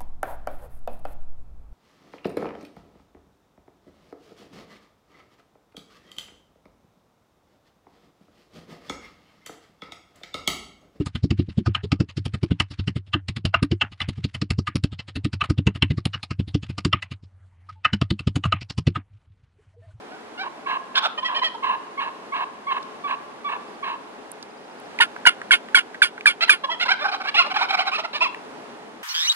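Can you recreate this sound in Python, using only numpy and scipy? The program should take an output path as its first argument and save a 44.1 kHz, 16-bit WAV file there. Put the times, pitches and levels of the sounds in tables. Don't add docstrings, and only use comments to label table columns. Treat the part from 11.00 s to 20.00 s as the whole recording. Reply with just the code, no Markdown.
import sys
import numpy as np
from scipy import signal
from scipy.io import wavfile
from scipy.ndimage import uniform_filter1d

SR = 44100
rng = np.random.default_rng(int(sys.argv[2]) if len(sys.argv) > 2 else 0)


def linear_from_db(decibels):
    return 10 ** (np.asarray(decibels, float) / 20)


def file_out(sig):
    cols = np.atleast_2d(sig).T
    lim = np.clip(cols, -1, 1)
    pcm = np.round(lim * 32767).astype(np.int16)
    wavfile.write(sys.argv[1], SR, pcm)


N = 396895
TAIL = 5632
LEAD_S = .012
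USUAL_CRUSH_DB, USUAL_THUD_DB = -35, -12

# (time [s], low bowl ring [dB], high bowl ring [dB], thud [dB], contact rise [ms])
WALL_BLOWS = [(0.658, -25.5, -63, -10, 7.4), (0.746, -23, -15.5, -30.5, 4), (2.13, -21, -15, -16, 9.6),
              (2.539, -11, -10, -25, 3.7), (2.81, -24, -12, -28, 8), (3.002, -28.5, -20.5, -27, 1.2),
              (3.668, -19.5, -26, -26, 7.7), (4.406, -15.5, -16.5, -25, 9.3),
              (5.131, -29.5, -22.5, -27, 13.6), (5.927, -14, -12, -16, 3.7), (6.021, -48, -24, -47, 5),
              (6.689, -40.5, -57, -66, 7.3), (6.846, -10.5, -11, -31.5, 6.5), (7.191, -49, -27.5, -26, 0.7),
              (7.437, -23.5, -22, -21.5, 2.5), (7.522, -12.5, -17.5, -23, 1),
              (7.949, -20.5, -34, -21, 11.2), (3.014, -34, -19, -40, 1.3), (7.45, -23.5, -28.5, -45, 5.1),
              (4.438, -26, -31, -37, 2)]


def rms_one(x):
    return x / np.sqrt(np.mean(x ** 2) + 1e-20)


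def in_time(rows):
    s, value = np.transpose(rows)
    return np.interp(np.arange(N) / SR, s, value)


def band(x, low_hz, high_hz, order=2):
    return signal.sosfilt(signal.butter(order, [low_hz, high_hz], "band", fs=SR, output="sos"), x)


def drift(rate_hz):
    slow = signal.sosfilt(signal.butter(2, rate_hz, fs=SR, output="sos"), rng.standard_normal(N + SR))
    return rms_one(slow[SR:])


def strike(force, modes, spread_db):
    out = 0
    for k, (hz, level_db, t60) in enumerate(modes):
        radius, w = linear_from_db(-60 / (t60 * SR)), 2 * np.pi * hz / SR
        strength = (-1) ** k * linear_from_db(level_db + spread_db * rng.standard_normal((len(force), 1)))
        resonator = [1, -2 * radius * np.cos(w), radius * radius]
        out = out + strength * signal.lfilter([0, np.sin(w)], resonator, force + 1e-18)
    return out


def bite(force, low_hz, high_hz, tilt, spread_db):
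    edges = low_hz * 2 ** np.arange(0, np.log2(high_hz / low_hz) + .01, 1 / 3)
    hz, db = np.transpose(tilt)
    out = 0
    for k, (low, high) in enumerate(zip(edges, edges[1:])):
        level_db = np.interp(np.log(low * high) / 2, np.log(hz), db)
        gain = linear_from_db(level_db + spread_db * rng.standard_normal((len(force), 1)))
        out = out + (-1) ** k * gain * band(force, low, high) / np.sqrt(high - low)
    return out


def at_level(rows, db, start_s=0, end_s=.04, window_s=.003):
    power = uniform_filter1d(rows ** 2, int(window_s * SR), axis=1)[:, int(start_s * SR):int(end_s * SR)]
    return rows * (linear_from_db(db) / np.sqrt(power.max(axis=1) + 1e-20))[:, None]


def place(times, rows, lead_s=0):
    out = np.zeros(N + 2 * TAIL)
    for s, row in zip(times, rows):
        i = round((s - lead_s) * SR) + TAIL
        out[i:i + TAIL] += row[:len(out) - i]
    return out[TAIL:TAIL + N]


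def blows():
    # (time [s], crush [dB], thud
    # [dB], time to bottom out [ms])
    pulp_blows = [(0.23, -39.5, -8.5, 13.5), (0.304, -29, -10, 10.4), (.387, -42.5, -10, 11),
                  (0.573, -41, -10, 11.4), (0.917, -21.5, -9, 12.7), (1, -32.5, -8.5, 10.2),
                  (1.429, -34, -11, 9.9), (1.872, -36, -15, 9.9), (2.626, -26.5, -9.5, 5.6),
                  (2.712, -30.5, -9, 11.7), (3.239, -30, -13, 12.2), (3.414, -27.5, -15, 12.8),
                  (3.503, -25, -12.5, 8.8), (3.583, -34.5, -10, 8.7), (3.836, -28.5, -9.5, 10.1),
                  (4.243, -30.5, -13, 12.3), (4.496, -32, -9, 12.4), (4.577, -32.5, -9, 16),
                  (4.666, -30.5, -6, 9.2), (4.822, -25, -9.5, 9.9), (4.901, -36.5, -10, 8.7),
                  (5.053, -24, -12, 11.1), (5.543, -30, -9.5, 10.9), (5.848, -22.5, -11, 10),
                  (6.93, -31.5, -14, 9.3), (7.013, -27, -9.5, 10.1), (7.27, -30, -8, 7.2),
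                  (7.355, -30, -11.5, 12), (7.867, -29, -5, 12),
                  (0.0, -47.5, -14.5, 7), (0.058, -36.5, -21, 12.8), (0.15, -34.5, -17.5, 5.8),
                  (0.831, -40.5, -20.5, 11.8), (1.167, -36.5, -16.5, 14), (1.251, -32.5, -17, 14),
                  (1.335, -36, -16.5, 11), (1.506, -35.5, -10.5, 12.5), (1.599, -24, -16, 8.8),
                  (1.787, -39, -18, 10.5), (1.956, -39, -15.5, 10.2), (2.282, -28, -21, 10.4),
                  (2.451, -25, -13, 2.7), (3.085, -34, -16, 4.8), (3.755, -27, -12, 4.2),
                  (3.917, -44, -24.5, 11.6), (4.154, -35, -21.5, 11.3), (4.328, -33.5, -19.5, 11.5),
                  (4.971, -40, -15, 13), (5.305, -33.5, -18.5, 10.8), (5.39, -39, -11.5, 10.2),
                  (5.69, -42.5, -20.5, 11.7), (7.103, -25.5, -12, 11.8), (7.776, -32, -13, 11),
                  (0.487, -49, -22.5, 0.81), (1.086, -45.5, -40, 7.2), (1.704, -43.5, -29.5, 8.5),
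                   (2.062, -57.5, -44, 18), (2.361, -31.5, -21, 12), (2.915, -47, -37, 6.6),
                   (3.167, -52.5, -26, 17), (3.341, -36, -29, 11.5), (3.988, -39, -31, 8.6),
                   (4.077, -40.5, -35, 10.6), (4.748, -40, -23.5, 11.7), (5.228, -29.5, -34, 10),
                   (5.474, -43, -27.5, 6.6), (5.625, -40, -26.5, 9.5), (5.779, -30.5, -25.5, 7.4),
                   (6.11, -38.5, -26, 10.3), (6.225, -60.5, -39, 10.8), (7.608, -37, -30, 12),
                   (7.696, -32.5, -28.5, 13.3)]
    s, crush_db, thud_db, sink_ms = np.transpose(pulp_blows)
    harder = crush_db - USUAL_CRUSH_DB
    ring_spread_db = 7
    ring_below_crush_db = [[-9.5], [-3]]
    low_db, high_db = crush_db + ring_below_crush_db + ring_spread_db * rng.standard_normal((len(s), 2)).T
    settle_db = -32.5 - 0.17 * harder
    rise_ms = np.clip(4.6 - 0.83 * harder + 0.29 * sink_ms, .5, 15)
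    pulp = [s, crush_db, low_db, high_db, settle_db, rise_ms, thud_db, s + sink_ms / 1000]

    s, low_db, high_db, thud_db, rise_ms = np.transpose(WALL_BLOWS)
    crush_db = np.minimum(-37, np.maximum(low_db, high_db) - 12)
    sink_ms = 16 + .7 * rise_ms
    settle_db = -30.5 + 0.06 * np.clip(thud_db + 28.5, -12, 15)
    wall = [s, crush_db, low_db, high_db, settle_db, rise_ms, thud_db, s + sink_ms / 1000]
    return np.hstack([pulp, wall])


def contact(rise_s, hold_s, fall_s, brush_db, settle_db, settle_s):
    t, rise = np.arange(TAIL) / SR - LEAD_S, rise_s[:, None]
    brush = linear_from_db(brush_db) * np.exp(np.minimum(t, 0) / .004) * (t < rise)
    after = np.maximum(t - rise - hold_s, 0)
    lumps = linear_from_db(4 * rms_one(band(rng.standard_normal((len(rise), TAIL)), 20, 120, order=1)))
    settle = np.minimum(linear_from_db(settle_db)[:, None] * np.exp((.033 - after) / settle_s) * lumps, .8)
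    settle *= np.clip((.085 - t) / .02, 0, 1)
    return brush + np.clip(t / rise, 0, 1) ** .5 * np.maximum(np.exp(-after / fall_s), settle)


def crush():
    # (frequency [Hz], level [dB per band])
    pulp_tilt = [(550, -9), (1500, -5.5), (3000, 3), (5000, 3), (7000, -13.5), (10000, -13)]
    s, crush_db, _, _, settle_db, rise_ms, _, _ = blows()
    shape = (len(s), TAIL)
    snap_size = linear_from_db(3.5 * np.minimum(rng.exponential(1, shape), 3.5))
    snaps = (rng.random(shape) < 4000 / SR) * snap_size * rng.choice([-1, 1], shape)
    brush_db = -14 - 1.25 * np.maximum(crush_db - USUAL_CRUSH_DB, 0)[:, None]
    pressure = contact(rise_ms / 1000, 0.0046, 0.0039, brush_db, settle_db - 4, settle_s=0.0089)
    fibre = (rng.standard_normal(shape) * 0.33 + snaps) * pressure
    spray = fibre * np.exp(-np.maximum(np.arange(TAIL) / SR - .026, 0) / 0.029)
    wet = bite(fibre, 440, 5600, pulp_tilt, spread_db=4.5)
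    wet = wet + bite(spray, 5540, 11100, pulp_tilt, spread_db=4.5)
    return place(s, at_level(wet, crush_db), LEAD_S)


def bowl():
    # (frequency [Hz], level [dB], t60 [s])
    low_modes = [(680, -20, .04), (1010, -15, .02), (1125, -7, .02), (1210, 0, .028), (1262, 0, .028),
                 (1485, -12, .025), (1750, -19, .012)]
    high_modes = [(1490, -12, .025), (2022, -10, .035), (2420, -14, .02), (2645, -3, .03), (2800, -2, .028),
                  (2935, -1, .028), (3070, -4, .028), (3480, -16, .02), (4050, -15, .02), (5400, -23, .02)]
    # (frequency [Hz], level [dB per band])
    grit_tilt = [(550, -6.5), (900, -1.5), (1600, 6.5), (3000, 5.5), (4500, -26)]
    s, _, low_db, high_db, settle_db, rise_ms, _, _ = blows()
    on_wall = np.arange(len(s)) >= len(s) - len(WALL_BLOWS)
    pressure = contact(rise_ms / 1000, 0.00024, .003, -24.5, settle_db - 14.5, settle_s=0.023)
    skid = band(rng.standard_normal((len(s), TAIL)) * pressure, 510, 7500)
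    low = at_level(strike(skid, low_modes, spread_db=3), low_db - 2, window_s=.005)
    high = at_level(strike(skid, high_modes, spread_db=4), high_db - 2)
    grind_db = np.where(on_wall, np.maximum(-21, settle_db), settle_db - 1)
    grind_s = np.where(on_wall, .028, 0.017)[:, None]
    grind = contact(rise_ms / 1000, .004, 0.0096, -31, grind_db, grind_s)
    grating = bite(rng.standard_normal(skid.shape) * grind, 560, 4600, grit_tilt, spread_db=4)
    grating = at_level(grating, np.maximum(low_db, high_db) - 12)
    return place(s, low + high + grating, LEAD_S)


def thud(lead_s=0.018):
    # (frequency [Hz], level [dB], t60 [s])
    slab_modes = [(84, -6, .1), (98, 0, .18), (112, -5, .1), (160, -2, .05)]
    counter_modes = [(165, 4, .1), (200, 4, .08), (240, 3, .06), (288, 8, .07), (345, 5, .05),
                     (410, 0, .03), (480, -6, .026)]
    begun, *_, swing_db, s = blows()
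    stone_db = 5.5 * rng.standard_normal((len(s), 2))
    stronger = swing_db - USUAL_THUD_DB
    slab_db = -34 + 0.44 * stronger + stone_db[:, 0]
    counter_db = np.minimum(-27 + 1.44 * stronger + stone_db[:, 1], -21.5)

    t = np.arange(TAIL) / SR - lead_s
    own = linear_from_db(0.6 * rng.standard_normal((len(s), 3)))
    load_hz, stiffen_hz, stiffen_s, rebound_hz = 95, 120, 0.0027, 230
    stiffening = stiffen_hz * stiffen_s * (np.exp(np.minimum(t, 0) / stiffen_s) - 1)
    loading = own[:, :1] * (load_hz * t + stiffening)
    cycles = np.where(t < 0, loading, rebound_hz * own[:, 1:2] * t)
    load_s = (0.0044 + 0.38 * (s - begun)[:, None]) * own[:, 2:]
    size = np.exp(np.where(t < 0, -(t / load_s) ** 2, -t / 0.00064))
    swing = band(-np.sin(2 * np.pi * cycles) * size, 25, 900, order=3)
    swing *= (linear_from_db(swing_db) * 2 / np.ptp(swing, axis=1))[:, None]

    rocking_size = np.clip(t / 0.0074 + 2, 0, 1) * np.exp(-np.maximum(t, 0) / 0.0086)
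    rocking = rng.standard_normal(swing.shape) * rocking_size
    push = np.exp(-((t + 0.00027) / 0.00029) ** 2) + 0.26 * rocking
    slab = strike(push, slab_modes, spread_db=3)
    slab = at_level(slab, slab_db + 1.5, lead_s + .022, lead_s + .05, window_s=.025)
    counter = band(strike(rocking, counter_modes, spread_db=5), 130, 480)
    counter = at_level(counter, counter_db - 1.5, lead_s + .008, lead_s + .03, window_s=.02)
    return place(s, swing - slab - counter, lead_s)


def hum():
    # (time [s], level [dB])
    hum_level = [(0, -50), (6.1, -52), (6.8, -52), (7.9, -52), (8.1, -70), (9, -56.5)]
    white = rng.standard_normal((2, N + SR))
    tone = rms_one(band(band(white[0], 84, 100), 80, 100)[SR:])
    rumble = rms_one(band(white[1], 24, 110)[SR:])
    return linear_from_db(in_time(hum_level)) * tone + linear_from_db(-65) * rumble


def air():
    # (frequency [Hz], level [dB per Hz])
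    air_tilt = [(120, -29), (210, -12), (1050, -12.5), (2650, -20), (5670, -31), (6370, -29), (11000, -36),
                (14300, -69)]
    # (time [s], level [dB])
    air_level = [(0, -75), (6.1, -71.5), (8, -74.5), (8.52, -77), (8.58, -71.5), (9, -67.5)]
    edges = 140 * 2 ** np.arange(0, 6.6, .5)
    white = rng.standard_normal((2, N))
    hz, db = np.transpose(air_tilt)
    together = drift(7)
    out = 0
    for k, (low, high) in enumerate(zip(edges, edges[1:])):
        patches = np.roll(together, k * 9000) * 3 + together * 2.5
        level_db = np.interp(np.log(low * high) / 2, np.log(hz), db)
        out = out + linear_from_db(level_db + patches) * band(white[k % 2], low, high)
    return linear_from_db(in_time(air_level)) * rms_one(out)


def duck():
    s, crush_db = blows()[:2]
    t = np.arange(TAIL) / SR
    force = np.clip((crush_db[:, None] + 48.5) / 15, 0, 1.5)
    depth = force * np.exp(-t / 0.071) * np.clip((TAIL / SR - t) / .03, 0, 1)
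    return linear_from_db(-3.5 * place(s, depth))


def drags():
    # (time [s], length [s], level [dB])
    slides = [
        (.01, 0.27, -66),
        (0.317, 0.32, -68.5),
        (0.617, 0.13, -73.5),
        (1.102, 0.77, -73),
        (1.704, 0.19, -63),
        (2.975, 0.084, -56),
        (3.11, 0.24, -66),
        (5.612, 0.18, -67.5),
        (6.664, 0.1, -65),
        (8.081, 0.48, -83.5),
    ]
    t, level = np.arange(N) / SR, 0
    for s, length, db in slides:
        level = level + linear_from_db(db) * np.sin(np.pi * np.clip((t - s) / length, 0, 1)) ** .5
    grains = (rng.random(N) < 2500 / SR) * linear_from_db(rng.exponential(1, N)) * rng.choice([-1, 1], N)
    grit = grains + 0.41 * rng.standard_normal(N)
    return level * linear_from_db(7.2 * drift(30)) * rms_one(band(grit, 1200, 3500))


def kitchen(x):
    t60_s, cut_hz = 0.065, 2500
    t = np.arange(TAIL) / SR
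    white = rng.standard_normal(TAIL) * np.minimum(t / 0.028, 1)
    dull = band(white, 180, cut_hz, order=1) * linear_from_db(-60 * t / t60_s)
    bright = band(white, cut_hz, 8600, order=1) * linear_from_db(-60 * t / (t60_s * 0.077))
    echo = dull + bright
    return linear_from_db(-30.5) * signal.fftconvolve(x, echo / np.sqrt(np.sum(echo ** 2)))[:N]


def swells(rows, waver):
    s, db, hz, length = np.transpose(rows)[:, :, None]
    t = np.arange(TAIL) / SR
    swell = np.sin(np.pi * np.minimum(t / length, 1) ** 0.6)
    bend = waver * rng.standard_normal(hz.shape) * np.sin(np.pi * t / length * 2)
    return place(s[:, 0], linear_from_db(db) * swell * np.sin(2 * np.pi * hz * t + bend))


def clinks():
    # (time [s], level [dB], frequency [Hz], length [s])
    touches = [
        (6.688, -34.5, 1236, 0.022),
        (6.755, -57, 881, 0.051),
        (8.586, -56, 407, 0.031),
        (8.737, -60.5, 634, 0.031),
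        (8.764, -51.5, 468, 0.051),
        (8.817, -53.5, 651, 0.069),
        (8.822, -63, 1800, 0.039),
        (8.88, -56, 637, 0.04),
        (8.907, -59.5, 1490, 0.0147),
    ]
    # (time [s], level [dB], frequency [Hz], length [s])
    footfalls = [
        (8.1, -46, 100, 0.046),
        (8.13, -43, 98.3, 0.059),
        (8.27, -48, 86, 0.034),
        (8.3, -44.5, 100, 0.049),
        (8.43, -49.5, 107, 0.023),
        (8.665, -47, 100, 0.051),
        (8.78, -48, 99, 0.055),
        (8.865, -40, 99, 0.062),
        (8.935, -39.5, 95, 0.046),
    ]
    return swells(touches, waver=1) + swells(footfalls, waver=0.82)


def scene():
    mortar = crush() + bowl() + drags()
    mono = mortar + kitchen(mortar) + thud() + clinks() + hum() + air() * duck()
    return np.array([mono, mono])


def low_pass(x):
    return signal.sosfilt(signal.butter(12, 12300, fs=SR, output="sos"), x)


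def record(dry):
    x = 1.1 * np.tanh(dry / 1.1)
    x = signal.sosfilt(signal.cheby2(10, 50, 12450, fs=SR, output="sos"), x)
    x = signal.sosfilt(signal.butter(2, 42, "high", fs=SR, output="sos"), x)
    difference = linear_from_db(-44) * x[0] + linear_from_db(-31) * band(x[0], 400, 4000) + linear_from_db(-17) * band(x[0], 6000, 11000)
    trace = drift(150) * difference
    return low_pass(x + trace * np.array([[1], [-1]]))


dry = scene()
out = record(dry)
file_out(out)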